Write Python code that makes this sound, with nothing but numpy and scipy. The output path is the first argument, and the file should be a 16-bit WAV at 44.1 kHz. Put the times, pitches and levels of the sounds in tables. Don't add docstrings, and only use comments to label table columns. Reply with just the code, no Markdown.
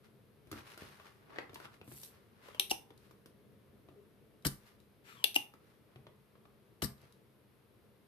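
import sys
import numpy as np
from scipy import signal
from scipy.fft import rfft, irfft, next_fast_len
from scipy.io import wavfile
from scipy.ndimage import map_coordinates

SR = 44100
rng = np.random.default_rng(int(sys.argv[2]) if len(sys.argv) > 2 else 0)


def transcribe(u):
    v = np.clip(np.atleast_2d(u).T, -1, 1)
    q = np.round(v * 32767).astype(np.int16)
    wavfile.write(sys.argv[1], SR, q)


N = 355887
TIME = np.arange(N) / SR
AGE = np.arange(SR // 2) / SR


def amp(db):
    return 10 ** (np.asarray(db) / 20)


def along(points, hz):
    f, value = np.transpose(points)
    return np.interp(np.log(hz + 1), np.log(f + 1), value)


def unit(x):
    return x / np.sqrt(np.mean(x ** 2) + 1e-20)


def blow(x):
    return unit(x) / np.sqrt(x.shape[-1])


def add(track, start, x):
    part = track[:, round(start * SR):][:, :x.shape[-1]]
    part += x[..., :part.shape[-1]]


def colour(x, spectrum):
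    m = 2 * next_fast_len(x.shape[-1] // 2 + SR // 10)
    gain_db = along(spectrum, np.fft.rfftfreq(m, 1 / SR))
    cepstrum = irfft(np.log(amp(gain_db)))
    cepstrum[1:m // 2] *= 2
    cepstrum[m // 2 + 1:] = 0
    response = np.exp(rfft(cepstrum))
    return irfft(rfft(x, m) * response, m)[..., :x.shape[-1]]


def noise(size, alike):
    common = rng.standard_normal(size)
    separate = rng.standard_normal((2, size))
    return np.sqrt(alike) * common + np.sqrt(1 - alike) * separate


def wobble(rate):
    return map_coordinates(rng.standard_normal(int(N * rate / SR) + 4), [TIME * rate])


def strike(spectrum, t60, scatter):
    click = AGE == 0
    rattle = blow(noise(len(AGE), alike=0.46) * amp(-60 * AGE / t60))
    return blow(colour(click + scatter * rattle, spectrum))


def tube(hz, t60):
    build_up = 1 - np.exp(-AGE / 0.0015)
    return blow(np.cos(2 * np.pi * hz * AGE) * amp(-60 * AGE / t60) * build_up)


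def ring(modes, blur_hz):
    hz, db, t60 = np.transpose(modes)[..., None]
    steps = rng.standard_normal((2, len(modes), len(AGE))) * np.sqrt(2 * np.pi * blur_hz / SR)
    drift = np.cumsum(steps, -1)
    tones = amp(db - 60 * AGE / t60) * np.sin(2 * np.pi * hz * AGE + drift)
    return blow(np.sum(tones, axis=1))


# (f/Hz, relative level/dB)
PUSH_COLOUR = [(25, -20), (60, -5.5), (125, 3.5), (200, -8), (300, 0.5), (500, -11.5), (1000, -33),
               (4000, -72)]
# (f/Hz, relative level/dB, t60/s)
BOARD_MODES = [(71.6, -24.5, 0.047), (121, -4, .14), (135.8, 2, 0.2), (195.8, -7.5, 0.27), (226, -3, 0.18),
               (278.7, -8.5, 0.18), (405, -19.5, 0.31)]


def thump(ring_share, t60):
    push = blow(colour(noise(len(AGE), alike=0.98) * amp(-60 * AGE / t60), PUSH_COLOUR))
    hz, db, life = np.transpose(BOARD_MODES)[..., None]
    tones = amp(db - 60 * AGE / life) * np.sin(2 * np.pi * hz * AGE)
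    case = np.sum(tones, axis=0) * (1 - np.exp(-AGE / 0.012))
    return blow(push + ring_share * blow(case))


# (f/Hz, t60/s)
ROOM_DECAY = [(100, 0.46), (400, 0.24), (1000, 0.39), (3000, 0.23), (8000, 0.25), (14000, 0.28)]


def in_room(x, wet_db, left_db=3.0, lead=.00026):
    hz, t, z = signal.stft(rng.standard_normal((2, len(AGE))), SR, nperseg=256)
    alike = np.exp(-hz / 900)[:, None]
    z[1] = alike * z[0] + np.sqrt(1 - alike ** 2) * z[1]
    decay = amp(-60 * t / along(ROOM_DECAY, hz)[:, None])
    tail = signal.istft(z * decay, SR, nperseg=256)[1][:, :len(AGE)]
    tail = blow(tail * (1 - np.exp(-AGE / 0.0012)))
    echo = signal.fftconvolve(x, tail, axes=1)[:, :x.shape[-1]]
    late_right = np.pad(x[1], (round(lead * SR), 0))[:x.shape[-1]]
    direct = np.array([x[0], late_right]) * amp([[left_db], [-left_db]])
    return direct + amp(wet_db) * echo


# (t/s, level/dB)
RUMBLE_LEVEL = [(0, -65.5), (2.3, -65), (3.7, -64), (4.3, -66), (5.7, -66), (8.07, -67)]
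# (f/Hz, relative level/dB)
RUMBLE_COLOUR = [(15, -51.5), (25, -18), (130, -1.5), (151, -4), (171, -12), (202, -1), (257, -12),
                 (299, -8.5), (369, -10), (401, -5.5), (700, -20), (910, -52), (1540, -120)]
HISS_COLOUR = [(100, -13), (500, -3), (1000, -0.5), (2000, -5.5), (4000, -10.5), (7300, -21.5), (9500, -15),
               (12000, -10.5), (14500, -18)]


def background(hiss_db=-73):
    sway = amp(np.interp(TIME, *np.transpose(RUMBLE_LEVEL)) + wobble(11))
    rumble = sway * unit(colour(noise(N, alike=0.67), RUMBLE_COLOUR))
    hiss = unit(colour(noise(N, alike=0.26), HISS_COLOUR))
    return (rumble + amp(hiss_db) * hiss) * amp([[.9], [-.9]])


SLIDE_RANGE_DB = 24


def slide_gain(peak, rise, fall):
    return amp(-SLIDE_RANGE_DB * np.maximum((peak - TIME) / rise, (TIME - peak) / fall))


# (fastest at t/s, rise/s, fall/s, level/dB, brightness/dB per octave)
SLIDES = [(0.054, 0.044, 0.072, -66.5, 1.5), (.585, 0.099, 0.097, -53, 1.5), (.675, 0.047, 0.062, -54.5, 2),
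          (.722, 0.079, 0.082, -54, 2.5), (.80, .05, .45, -54.5, 2), (1.065, .05, 0.073, -54, 1),
          (1.365, .18, 0.17, -52.5, -2.8), (1.652, 0.15, 0.052, -54, 0.9),
          (1.741, 0.062, 0.068, -61.5, 1.5), (2.14, .1, .27, -67, 1), (2.47, 0.23, 0.19, -61.5, 0),
          (3.05, 0.17, 0.2, -69, 3), (4.679, 0.16, 0.12, -63.5, 3), (5.7, 0.25, 0.21, -71.5, 2),
          (5.939, .14, 0.053, -70, -2), (7.05, 0.19, 0.18, -68, 1.5)]
# (f/Hz, relative level/dB)
PAPER_COLOUR = [(60, -18), (200, -11.5), (400, 0), (700, -3.5), (1200, 0), (2000, -4), (3500, -11),
                (5000, -14.5), (7500, -24.5), (11000, -21.5), (14500, -28)]
PAPER_PIVOT_HZ = 1300


def rubbing():
    out = np.zeros((2, N))
    for peak, rise, fall, db, tilt_db in SLIDES:
        start = max(peak - 2 * rise, 0)
        end = peak + 2 * fall
        gain = slide_gain(peak, rise, fall)[round(start * SR):round(end * SR)]
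        tilted = [(hz, band_db + tilt_db * np.log2(hz / PAPER_PIVOT_HZ)) for hz, band_db in PAPER_COLOUR]
        paper = unit(colour(noise(len(gain), alike=0.1), tilted))
        add(out, start, amp(db) * gain * paper)
    slips = unit(amp(2.4 * wobble(400) + .9 * wobble(40)))
    return in_room(slips * out, wet_db=-6.5, left_db=1.0, lead=0)


# (t/s, knock level/dB, body resonance f/Hz, thud level/dB, tick level/dB)
TOUCHES = [(.472, -44, 400, -32, -47), (.515, -26.5, 1180, -20.5, -22.5), (.528, -22.5, 1310, -17.5, -34),
           (.776, -28.5, 1400, -45, -30.5), (.821, -29, 406, -23.5, -50), (.999, -32, 1130, -46, -46),
           (1.360, -26.5, 1750, -55, -51), (1.3855, -12.5, 1930, -36, -36), (1.495, -29, 423, -28, -48),
           (1.5315, -32.5, 630, -32, -44), (1.544, -39, 2780, -50, -26), (1.558, -23.5, 970, -40, -51),
           (1.601, -28.5, 1390, -55, -37), (1.654, -28, 1320, -38, -48), (1.814, -30.5, 2570, -29.5, -47),
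           (1.877, -34.5, 330, -24.5, -54), (1.916, -30, 340, -23.5, -47), (2.033, -35.5, 3880, -43, -22.5),
           (2.485, -28.5, 550, -36.5, -40), (2.547, -28.5, 2800, -35, -35.5),
           (2.905, -33.5, 446, -32.5, -47), (3.110, -36, 1075, -44, -41.5), (3.259, -36.5, 3500, -32, -35),
           (3.887, -36.5, 676, -32, -55), (5.538, -37, 1230, -31, -42.5), (5.959, -32.5, 298, -27, -49),
           (6.068, -30, 610, -33, -52), (6.354, -41, 1076, -45, -62), (6.454, -38, 1170, -38, -56),
           (7.03, -47, 400, -32.5, -60)]
# (f/Hz, relative level/dB)
KNOCK_COLOUR = [(80, -27), (350, 13), (700, 8), (1400, 4), (3500, -1), (6000, -17.5), (14000, -47.5)]
TICK_COLOUR = [(500, -29), (3000, -2), (5000, 2.5), (7300, -4.5), (10000, 0.5), (14500, -3.5)]


def handling():
    out = np.zeros((2, N))
    for s, knock_db, body_hz, thud_db, tick_db in TOUCHES:
        contact = strike(KNOCK_COLOUR, t60=.025, scatter=1.6)
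        body = .7 * tube(body_hz, t60=14 / body_hz)
        knock = amp(knock_db) * (contact + body)
        thud = amp(thud_db) * thump(ring_share=0.47, t60=0.025)
        tick = amp(tick_db) * strike(TICK_COLOUR, t60=0.038, scatter=4.5)
        add(out, s, in_room(knock + thud + tick, wet_db=-3, left_db=1, lead=.00015))
    return out


# (start t/s, lifted at t/s, level/dB)
WIPE = (1.832, 2.063, -53)
# (f/Hz, relative level/dB)
STEAM_COLOUR = [(300, -23), (2000, -7.5), (4500, -4), (7000, -6), (10000, 3), (14000, 1.5)]
WIPE_ATTACK_S, WIPE_T60_S = 0.14, 0.25


def sizzle():
    start, lifted, db = WIPE
    build_up = np.clip((TIME - start) / WIPE_ATTACK_S, 0, 1)
    steam = build_up * amp(db - 60 * np.maximum(TIME - lifted, 0) / WIPE_T60_S)
    flicker = amp(3.5 * wobble(990))
    spit = unit(flicker * colour(noise(N, alike=.4), STEAM_COLOUR))
    return steam * in_room(spit, wet_db=-9, left_db=.5)


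# (start t/s, end t/s, level/dB that hiss and tone are set against)
STROKES = [(2.413, 2.59, -67.5), (5.037, 5.237, -63.5)]


def sliding(start_hz=1750, end_hz=980, width_hz=150):
    out = np.zeros((2, N))
    leak_colour = [(300, -15.5), (1500, 1.5), (2600, 2), (6000, -11), (14000, -12.5)]  # f/Hz, level/dB
    for start, end, db in STROKES:
        travel = np.clip(AGE / (end - start), 0, 1)
        pitch = 1 / (1 / start_hz + travel ** 0.89 * (1 / end_hz - 1 / start_hz))
        phase = 2 * np.pi * np.cumsum(pitch) / SR
        first = wobble(2 * width_hz)[:len(AGE)] * np.sin(phase)
        third = wobble(2 * width_hz)[:len(AGE)] * np.sin(3 * phase)
        column = 1.15 * first + 1.7 * travel ** 2 * third
        leak = unit(colour(noise(len(AGE), alike=0.35), leak_colour))
        hiss = amp(9.5 - 14 * travel) * leak
        push = np.minimum(AGE / 0.055, 1) * (travel < 1)
        add(out, start, amp(db) * in_room(push * (hiss + column), wet_db=-9.5))
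    return out


# (t/s, level before trim/dB, left lift and right cut/dB, tube ring against the crack/dB)
LATCHES = [(2.5976, 3.5, 1.5, -10), (5.2421, 3.5, 4, -4.5)]
# (t/s, level before trim/dB, left lift and right cut/dB, tube ring against the knock/dB,
#  flight/s, let go this long before t/s, let-go tick level/dB)
RETURNS = [(2.7130, -2.5, 1.5, -2, .011, 0.015, -20.5), (5.3616, -2.5, 2.5, 5, 0.012, 0.017, -17)]
# (f/Hz, relative level/dB)
LATCH_COLOUR = [(40, -47.5), (150, -28.5), (400, -19.5), (800, -18), (1500, -27), (2200, -12.5),
                (2800, -3.5), (3600, -1.5), (5000, -9), (6000, -7.5), (7300, -20.5), (9000, -8),
                (12000, -8), (14500, -13.5)]
STOP_COLOUR = [(40, -48), (160, -22.5), (250, -4), (350, -1), (800, -14), (1300, -30), (2200, -17),
               (2800, -3), (3500, -37.5), (4500, -25), (5700, -10.5), (7300, -22), (9000, -14.5),
               (14500, -20)]
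# (f/Hz, relative level/dB, t60/s)
SPRING_MODES = [(383.6, -8.5, 0.16), (823.4, -10, 0.13), (2960, -3.5, 0.12), (3480, -6, 0.066),
                (3700, -4.5, 0.21), (4160, -12, .15), (5730, -10.5, 0.19), (8930, -7, .1)]
BARREL_MODES = [(370, -10, 0.2), (824, -3.5, 0.33), (816, 29, 0.073), (2570, -15, 0.053),
                (2610, -31, 0.061), (3550, -2, 0.42), (4700, -2, 0.17), (5670, -11, .13)]


def cocking():
    out = np.zeros((2, N))
    for s, db, left_db, tube_db in LATCHES:
        add(out, s - .0016, amp(db - 15) * strike(LATCH_COLOUR, t60=0.0081, scatter=4))
        crack = strike(LATCH_COLOUR, t60=.018, scatter=1.1)
        hollow = tube(hz=2790, t60=.016) + .65 * tube(hz=3480, t60=.009)
        spring = amp(-15.0) * ring(SPRING_MODES, blur_hz=22)
        snap = crack + amp(tube_db) * hollow + spring
        add(out, s, amp(db - 2.35) * in_room(snap, wet_db=-7.0, left_db=left_db))
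    for s, db, left_db, tube_db, flight, let_go, tick_db in RETURNS:
        slip = in_room(strike(TICK_COLOUR, t60=.02, scatter=2.5), wet_db=-6, left_db=1)
        add(out, s - let_go, amp(tick_db) * slip)
        swell = np.minimum(AGE / flight, 1) * (AGE < flight)
        scrape = blow(colour(noise(len(AGE), alike=1.0) * swell, LATCH_COLOUR))
        add(out, s - flight, amp(db - 6.0) * in_room(scrape, wet_db=-3.5))
        hit = strike(STOP_COLOUR, t60=0.024, scatter=4.9)
        hollow = amp(tube_db) * tube(hz=2820, t60=0.013)
        barrel = amp(-6.0) * ring(BARREL_MODES, blur_hz=21.6)
        knock = in_room(hit + hollow + barrel, wet_db=-10.5, left_db=left_db)
        add(out, s, amp(db - 1.0) * knock)
    return out


# (t/s, level/dB)
SMALL_TICKS = [(2.977, -42), (4.424, -46), (4.662, -55), (4.682, -54), (4.802, -46), (6.98, -48),
               (7.016, -44), (7.124, -41.5)]


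def nicks(hz=3900):
    out = np.zeros((2, N))
    for s, db in SMALL_TICKS:
        pitch = hz * (1 + 0.013 * rng.standard_normal())
        ping = strike(TICK_COLOUR, t60=0.02, scatter=1.5) + 0.49 * tube(pitch, t60=0.013)
        add(out, s, amp(db) * in_room(ping, wet_db=-2.0))
    return out


def creak(s=3.958, pitch_hz=395, length=0.048, db=-56):
    drift = 0.038 * wobble(62)[:len(AGE)]
    swell = np.sqrt(np.abs(np.sin(np.pi * np.minimum(AGE / length, 1))))
    tone = np.sin(2 * np.pi * np.cumsum(pitch_hz * (1 + drift)) / SR) * swell
    out = np.zeros((2, N))
    add(out, s, amp(db) * in_room(np.array([tone, tone]), wet_db=0.0))
    return out


# (t/s, trigger level/dB, air level/dB, piston travel/s, piston stop level/dB,
#  thump level/dB, thump delay/s, case ring share)
SHOTS = [(4.4513, -9, -5.5, .0168, -6.5, -3, 0.0041, 0.56),
         (6.8223, -9, -9.5, 0.023, -29.5, -4.5, 0.0013, 1)]
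# (f/Hz, relative level/dB)
TRIGGER_COLOUR = [(80, -22), (400, -6.5), (1000, 2), (1800, -0.5), (2400, -1.5), (3400, -4), (6000, -7.5),
                  (14500, -10)]
AIR_COLOUR = [(60, 18), (400, -1), (800, -5.5), (1900, 1), (2700, -34), (3800, 3), (5300, 4.5),
              (6700, -6.5), (8500, 4), (10500, -2), (12500, 5), (14500, -6.5)]


def firing(air_t60=0.065, air_start_db=-5):
    out = np.zeros((2, N))
    for s, trigger_db, air_db, travel, stop_db, thump_db, thump_delay, ring_share in SHOTS:
        add(out, s - .0025, amp(trigger_db - 12) * strike(TRIGGER_COLOUR, t60=0.014, scatter=3.2))
        crack = strike(TRIGGER_COLOUR, t60=.06, scatter=1.7)
        hollow = amp(-8.5) * tube(hz=3000, t60=0.0067)
        add(out, s, amp(trigger_db) * in_room(crack + hollow, wet_db=-8.0))
        growth_db = air_start_db * np.maximum(1 - AGE / travel, 0)
        decay_db = -60 * np.maximum(AGE - travel, 0) / air_t60
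        flow = amp(growth_db + decay_db)
        splutter = amp(2.2 * wobble(484)[:len(AGE)])
        rush = blow(colour(noise(len(AGE), alike=0.53) * flow * splutter, AIR_COLOUR))
        add(out, s, amp(air_db) * in_room(rush, wet_db=-6.0, left_db=7.5))
        stop = strike(TICK_COLOUR, t60=.025, scatter=1.5)
        add(out, s + travel, amp(stop_db) * in_room(stop, wet_db=-9, left_db=-3))
        recoil = in_room(thump(ring_share, t60=.07), wet_db=-15, left_db=0)
        add(out, s + thump_delay, amp(thump_db) * recoil)
    return out


def scene():
    bench = background() + rubbing() + handling() + sizzle()
    pump = sliding() + cocking() + nicks() + creak() + firing()
    return bench + pump


TOP_HZ = 14520


def record(dry):
    thin = signal.sosfilt(signal.butter(3, 50, "highpass", fs=SR, output="sos"), dry)
    m = next_fast_len(N + SR)
    rolloff = 1 / np.sqrt(1 + (np.fft.rfftfreq(m, 1 / SR) / TOP_HZ) ** 200)
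    return irfft(rfft(thin, m) * rolloff, m)[:, :N]


dry = scene()
out = record(dry)
transcribe(out)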